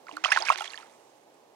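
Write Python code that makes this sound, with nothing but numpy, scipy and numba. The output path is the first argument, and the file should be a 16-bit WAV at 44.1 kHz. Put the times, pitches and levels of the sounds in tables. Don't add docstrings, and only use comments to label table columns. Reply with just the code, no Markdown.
import sys
import numpy as np
from scipy import signal
from scipy.fft import rfft, irfft
from scipy.io import wavfile
from scipy.ndimage import uniform_filter1d
from numba import njit

SR = 44100
rng = np.random.default_rng(int(sys.argv[2]) if len(sys.argv) > 2 else 0)


def generate_wav(sig):
    pcm = np.round(np.clip(np.atleast_2d(sig).T, -1, 1) * 32767).astype(np.int16)
    wavfile.write(sys.argv[1], SR, pcm)


N = 68355

ROUNDING = 1.05


def undb(db):
    return 10 ** (np.asarray(db) / 20)


def along(table):
    log_hz = np.log(np.arange(N // 2 + 1) * SR / N + 1.)
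    rows = np.array(table, float)
    return [np.interp(log_hz, np.log(rows[:, 0]), column) for column in rows[:, 1:].T]


def band_filter(x, order, hz, kind):
    return signal.sosfilt(signal.butter(order, hz, kind, fs=SR, output="sos"), x)


def smooth_noise(hz):
    noise = uniform_filter1d(rng.standard_normal(N), int(SR / hz))
    return noise / noise.std()


@njit
def ring(n, sr, peak, hz, gain, tau, glide, rise, phase, shape):
    out = np.zeros(n)
    for k in range(len(hz)):
        angle = phase[k]
        start = int((peak[k] - rise[k]) * sr)
        stop = int((peak[k] + 6 ** (1 / shape) * tau[k]) * sr)
        for i in range(max(start, 0), min(n, stop)):
            t = i / sr - peak[k]
            angle += 2 * np.pi * min(hz[k] * np.exp(glide[k] * t), sr / 2.2) / sr
            if t > 0:
                envelope = np.exp(-(t / tau[k]) ** shape)
            else:
                envelope = np.cos(np.pi / 2 * t / rise[k]) ** 2
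            out[i] += gain[k] * envelope * np.sin(angle)
    return out


def hush():
    # frequency in Hz, relative level per Hz in dB.
    hush_colour = [(18, -73.5), (30, -36), (81, -32), (148, -18.5), (192, -21.5), (284, -12), (518, -6),
                   (728, -8.5), (830, -6), (1440, -22), (1550, -21), (4540, -27), (6370, -27.5),
                   (15500, -39)]
    # frequency in Hz, left minus right in dB, left phase lead in radians,
    # likeness of the channels from 0 to 1.
    hush_spread = [(60, -5.5, .3, 0.4), (200, 0, 0.39, .9), (600, -4, 1, 0.6), (1010, -7, 0.64, .7),
                   (1600, -5.5, 2, .33), (3000, -4, 1.8, .1), (7000, -7, 1.5, 0), (14000, -5, 1.5, .05)]
    level_db, flicker_db = -59, 1.
    step = SR // 10
    steps = np.repeat(rng.standard_normal(N // step + 1), step)
    waver = undb(flicker_db * uniform_filter1d(steps, step)[:N])
    noise = rng.standard_normal((2, N)) * waver
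    right, stranger = rfft(noise) * undb(along(hush_colour)[0])
    db, lead, alike = along(hush_spread)
    alike = np.clip(alike, 0, 1)
    shared = alike * np.exp(1j * lead) * right
    left = undb(db) * (shared + np.sqrt(1 - alike ** 2) * stranger)
    out = irfft(np.array([left, right]), N)
    return out * undb(level_db) / np.sqrt(np.mean(out.mean(axis=0) ** 2))


def banks_return(water):
    t60_s, level_db = .6, -24
    t = np.arange(SR // 2) / SR
    fade = undb(-60 * t / t60_s) * np.minimum(t / .02, 1)
    tail = rng.standard_normal((2, len(t))) * fade
    tail = tail / np.sqrt(np.sum(tail[0] ** 2))
    return signal.fftconvolve(water[None], tail, axes=1)[:, :N] * undb(level_db)


def churn():
    # start in seconds, small bubbles in dB, spray in dB, mist in dB,
    # rise in seconds, fade of the level by 60 dB in seconds.
    thrashes = np.array([(.066, -52.5, -53.5, -61.5, 0.031, 1.5), (0.124, -56, -50.5, -61, 0.0025, 0.16),
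                         (0.163, -53.5, -54.5, -65, 0.0016, 0.6), (0.237, -30.5, -27, -42, .003, 0.26),
                         (.277, -34.5, -61, -58, 0.0041, 0.77), (0.303, -42.5, -36, -45, 0.0036, 0.22),
                         (0.317, -30.5, -26.5, -47, 0.0016, 0.34), (0.351, -42, -39, -46, 0.021, 0.44),
                         (0.401, -33, -38.5, -49.5, 0.01, 0.32), (0.446, -45, -31, -43, 0.0045, .4),
                         (0.483, -35, -27, -59.5, 0.0071, 0.27), (0.513, -28.5, -46, -38, 0.0079, 0.13),
                         (.57, -52.5, -37, -47.5, 0.0085, 0.43), (.604, -50.5, -46, -49, 0.0046, .5),
                         (0.638, -43, -39, -56, 0.0044, 0.35), (.70, -48, -49.5, -53, 0.015, 0.8),
                         (0.774, -48, -52.5, -60.5, 0.0064, 0.43), (.88, -67, -69.5, -63.5, 0.034, 2.4)], float)
    # grains per second, lowest pitch in Hz, highest pitch in Hz,
    # scale of the ring in cycles, scale of the size scatter in dB.
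    crowds = [(1500, 670, 2200, 6.6, 5), (4500, 1800, 6500, 6.9, 4.5), (7000, 5500, 11000, 5, 3.5)]
    patter_db, patter_hz = 2.5, 220
    loudest_grain, calm_s = 2.5, 1.25
    attack_cycles = 2.1
    since = np.maximum(np.arange(N) / SR - thrashes[:, :1], 0)
    swell = np.minimum(since / np.maximum(thrashes[:, 4:5], .001), 1) ** 2
    power = swell * undb(-120 * since / thrashes[:, 5:])
    patter = undb(patter_db * np.clip(smooth_noise(patter_hz), -2, 2))
    out = 0
    for k, (rate, lo_hz, hi_hz, cycles, scatter_db) in enumerate(crowds):
        u = rng.random((20000, 5))
        s = np.cumsum(-np.log(1 - u[:, 0])) / rate
        u, s = u[s < calm_s], s[s < calm_s]
        hz = lo_hz * (hi_hz / lo_hz) ** u[:, 1]
        tau = cycles * (0.31 + u[:, 2]) / hz / 2
        size = undb(scatter_db * np.minimum(-np.log(1 - u[:, 3]), loudest_grain))
        glide = 0.12 / tau * u[:, 2]
        grains = ring(N, 1. 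* SR, s, hz, size, tau, glide, attack_cycles / hz, 2 * np.pi * u[:, 4], ROUNDING)
        grains = grains / np.sqrt(np.sum(grains ** 2) / (calm_s * SR))
        level = np.sqrt(undb(2 * thrashes[:, k + 1]) @ power)
        out = out + (patter if k else 1) * grains * level
    return out


def drops():
    # start in seconds, peak in dB, band centre in Hz, decay time constant in milliseconds.
    cracks = [(0.0686, -36, 3200, 0.33), (0.1247, -33.5, 5000, 0.69), (.1625, -46, 4930, .8),
              (.1675, -26.5, 7000, 1), (.2388, -46, 6000, 0.39), (0.251, -28, 6000, .4),
              (.3238, -13.5, 8000, 0.32), (0.3875, -19, 5500, 0.55), (.4935, -20.5, 9000, .6),
              (.532, -31, 9000, .6), (.5586, -14.5, 2400, 0.18), (0.57, -36, 4000, .4),
              (.578, -24, 9000, .6), (.5865, -35, 5500, .5), (.591, -46, 11100, .4), (.64, -42, 8000, .5),
              (.6768, -32, 3500, .3), (0.712, -31, 4100, .4), (.72, -40, 10500, .5), (.741, -42, 8400, .4),
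              (.782, -44, 10000, .5), (.4595, -39, 8500, .6), (.393, -28, 8000, .5),
              (0.243, -16, 2500, 0.54), (.5012, -18.5, 950, 0.83), (.606, -24, 6300, 0.45),
              (.62, -24.5, 7500, 0.71), (.6685, -33, 2800, 0.33), (.7352, -27, 3200, .4),
              (0.745, -34.5, 7900, 0.5), (0.7762, -30, 4500, .5), (.7985, -44, 11200, .5),
              (0.8278, -34.5, 3000, 0.28)]
    span, push = 1.6, 2.2
    out, t = np.zeros(N), np.arange(256) / SR
    for s, db, hz, ms in cracks:
        burst = (push + rng.standard_normal(len(t))) * np.exp(-1000 * t / max(ms, .1))
        burst = band_filter(burst, 2, [hz / span, min(hz * span, SR / 2.2)], "band")
        start = int(s * SR)
        out[start:start + len(t)] += undb(db) * burst / np.max(np.abs(burst))
    return out


def bubbles(big):
    # time of the peak in seconds, pitch at the peak in Hz,
    # level in dB, nominal ring time to -60 dB in seconds, glide in octaves per second.
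    pockets = np.array([(0.0696, 1320, -41, 0.061, 26), (0.085, 2100, -36, 0.0069, -4),
                        (0.0928, 1040, -32.5, 0.026, -4), (0.1139, 940, -35.5, 0.018, -32),
                        (0.1135, 2850, -33.5, 0.015, -6), (0.1257, 4200, -42, 0.01, 6.0),
                        (0.132, 297, -42.5, 0.45, 1.5), (0.135, 660, -44.5, 0.071, -3),
                        (0.139, 2270, -43, 0.015, -13.5), (0.1675, 4320, -27.5, 0.0135, 14),
                        (0.1702, 1398, -21, 0.021, 5), (0.179, 1110, -36, 0.036, 38),
                        (0.24, 795, -27.5, 0.053, -6), (0.2411, 2530, -17, 0.01, -1),
                        (0.2423, 1500, -16, 0.015, 2.5), (0.2434, 2940, -8.5, 0.009, 7),
                        (0.2465, 3265, -11.5, 0.0225, -30.5), (0.2475, 1900, -16.5, 0.01, -1),
                        (0.2485, 2720, -11, 0.009, 3.5), (0.2578, 1116, -15.5, 0.03, 39.5),
                        (0.2619, 1320, -18, 0.0225, 4), (0.265, 5450, -33.5, 0.012, 4.5),
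                        (0.2814, 1410, -24.5, 0.0262, 3), (0.2844, 734, -25, 0.05, 6.5),
                        (0.2855, 2490, -24, 0.039, -27.5), (0.305, 960, -26.5, 0.0375, 39.5),
                        (0.3057, 5170, -19.5, 0.0135, 6.0), (0.319, 1558, -12.5, 0.0525, 32.5),
                        (0.3211, 2550, -9.5, 0.0112, 6.0), (0.324, 9040, -21.5, 0.009, 6.5),
                        (0.3243, 5200, -22.5, 0.009, 5), (0.3248, 1720, -12.5, 0.0165, 4.5),
                        (0.327, 2600, -22, 0.015, 18), (0.3362, 2000, -11.5, 0.0112, -40.5),
                        (0.3497, 4700, -23.5, 0.0075, 5.5), (0.352, 800, -28, 0.04, 3),
                        (0.3621, 1760, -15, 0.012, 1.5), (0.364, 886, -20.5, 0.0225, 5.5),
                        (0.372, 335, -49.5, 0.15, 4), (0.3736, 1487, -7, 0.012, -28),
                        (0.3738, 4490, -28, 0.021, 7), (0.377, 1047, -17, 0.0375, 5.5),
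                        (0.3895, 3780, -22, 0.0187, 5.5), (0.393, 6100, -31, 0.01, 6.0),
                        (0.398, 350, -46, 0.3, 3), (0.404, 6350, -26.5, 0.0075, 6.0),
                        (0.405, 653, -32, 0.08, 10.5), (0.4081, 3360, -22.5, 0.0112, 5),
                        (0.4233, 4850, -18.5, 0.009, 5), (0.4273, 879, -23.5, 0.054, 4.5),
                        (0.443, 4300, -27, 0.015, 2), (0.4538, 4810, -18, 0.009, 6.0),
                        (0.4603, 3000, -35, 0.06, 6.0), (0.4656, 2330, -23, 0.0187, -35),
                        (0.469, 2270, -20, 0.02, -10), (0.472, 1650, -24, 0.06, -3),
                        (0.4862, 1500, -14, 0.0065, 9), (0.4861, 2520, -12.5, 0.017, 24),
                        (0.4922, 2355, -10.5, 0.012, 0), (0.492, 9000, -30, 0.012, 14),
                        (0.5024, 1082, -4.5, 0.02, 4.5), (0.5059, 1300, -11.5, 0.027, 4),
                        (0.512, 600, -29, 0.053, 8), (0.5162, 2685, -20.5, 0.055, 3),
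                        (0.5236, 1355, -22.5, 0.027, 12), (0.526, 850, -23, 0.01, 4),
                        (0.527, 1037, -31, 0.03, -6), (0.5325, 2310, -23, 0.013, 1),
                        (0.5441, 5600, -30, 0.0058, 6.0), (0.549, 1604, -34.5, 0.04, -3),
                        (0.5554, 2330, -29.5, 0.018, 10), (0.5589, 365, -49.5, 0.6, 1),
                        (0.5707, 2860, -33.5, 0.027, 13), (0.5767, 4270, -32, 0.017, 8),
                        (0.578, 9300, -40, 0.008, 9), (0.585, 838, -34.5, 0.057, 5.5),
                        (0.588, 3530, -26.5, 0.016, 9), (0.6065, 3233, -14.5, 0.0093, 11),
                        (0.6066, 1337, -25, 0.037, 11), (0.6096, 794, -29.5, 0.09, 9),
                        (0.62, 2840, -29, 0.017, -3), (0.622, 1350, -33, 0.03, -5),
                        (0.642, 3200, -25.5, 0.014, 7), (0.6779, 3360, -26, 0.0165, 11),
                        (0.704, 4360, -28.5, 0.012, 12), (0.712, 4040, -38, 0.013, 4),
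                        (0.7201, 10080, -38, 0.0069, 6.0), (0.727, 7550, -41.5, 0.009, 8),
                        (0.735, 2640, -26, 0.011, 28), (0.7438, 1750, -34, 0.03, 10),
                        (0.7567, 4490, -39, 0.021, 6.0), (0.7644, 5900, -42, 0.01, 0),
                        (0.7765, 3100, -33, 0.012, 0), (0.7808, 1820, -36.5, 0.0135, -1),
                        (0.8302, 1300, -37, 0.017, 13), (0.9788, 6100, -48.5, 0.0075, 2.5),
                        (1.3432, 8070, -49.5, 0.0063, 4.5)], float)
    big_below_hz = 450
    attack_cycles, snap_db, snap_ms = 2.2, -30, 0.32
    wobble, wobble_hz = 0.46, 350
    s, hz, db, t60, octaves = pockets[(pockets[:, 1] < big_below_hz) == big].T
    phase = 2 * np.pi * rng.random(len(s))
    rise = (1 if big else attack_cycles) / hz
    tau = np.maximum(t60, .003) / np.log(1000)
    shape = 1. if big else ROUNDING
    tones = ring(N, 1. * SR, s, hz, undb(db), tau, np.log(2) * octaves, rise, phase, shape)
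    if not big:
        tones = tones * (1 + wobble * smooth_noise(wobble_hz))
    ticks = np.zeros(N)
    np.add.at(ticks, ((s - rise / 2) * SR).astype(int), undb(db + snap_db))
    fade = np.exp(-np.arange(400) / (snap_ms * SR / 1000))
    return tones + signal.fftconvolve(ticks, fade)[:N] * rng.standard_normal(N)


def splash():
    # frequency in Hz, gain in dB.
    housing_loss = [(5000, 0), (9500, -1.5), (11500, -6.5), (15000, -15.5)]
    low_cut_hz, echo_ms, echo_db = 486, 4.6, -20.5
    water = band_filter(bubbles(False) + churn() + drops(), 4, low_cut_hz, "high")
    echo = undb(echo_db) * np.roll(water, int(echo_ms * SR / 1000))
    water = water + echo + bubbles(True)
    return irfft(rfft(water) * undb(along(housing_loss)[0]), N)


def scene():
    # frequency in Hz, level in dB,
    # phase lead in radians.
    left_pickup = [(150, -17.5, .6), (350, -1.5, 1.6), (700, -4.5, 1.28), (1300, -6, 1.29),
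                   (2400, -12, .96), (3100, -16, 1.8), (4050, -26.5, -.7), (4950, -24, 1.9),
                   (9000, -26.5, 0.28), (14000, -26, .8)]
    water = splash()
    banks = banks_return(water)
    db, lead = along(left_pickup)
    left = irfft(rfft(water) * undb(db) * np.exp(1j * lead), N)
    banks[0] = irfft(rfft(banks[0]) * undb(db / 2), N)
    return np.array([left, water]) + banks + hush()


def record(dry):
    return signal.sosfilt(signal.ellip(12, .2, 70, 15850, fs=SR, output="sos"), dry)


dry = scene()
out = record(dry)
generate_wav(out)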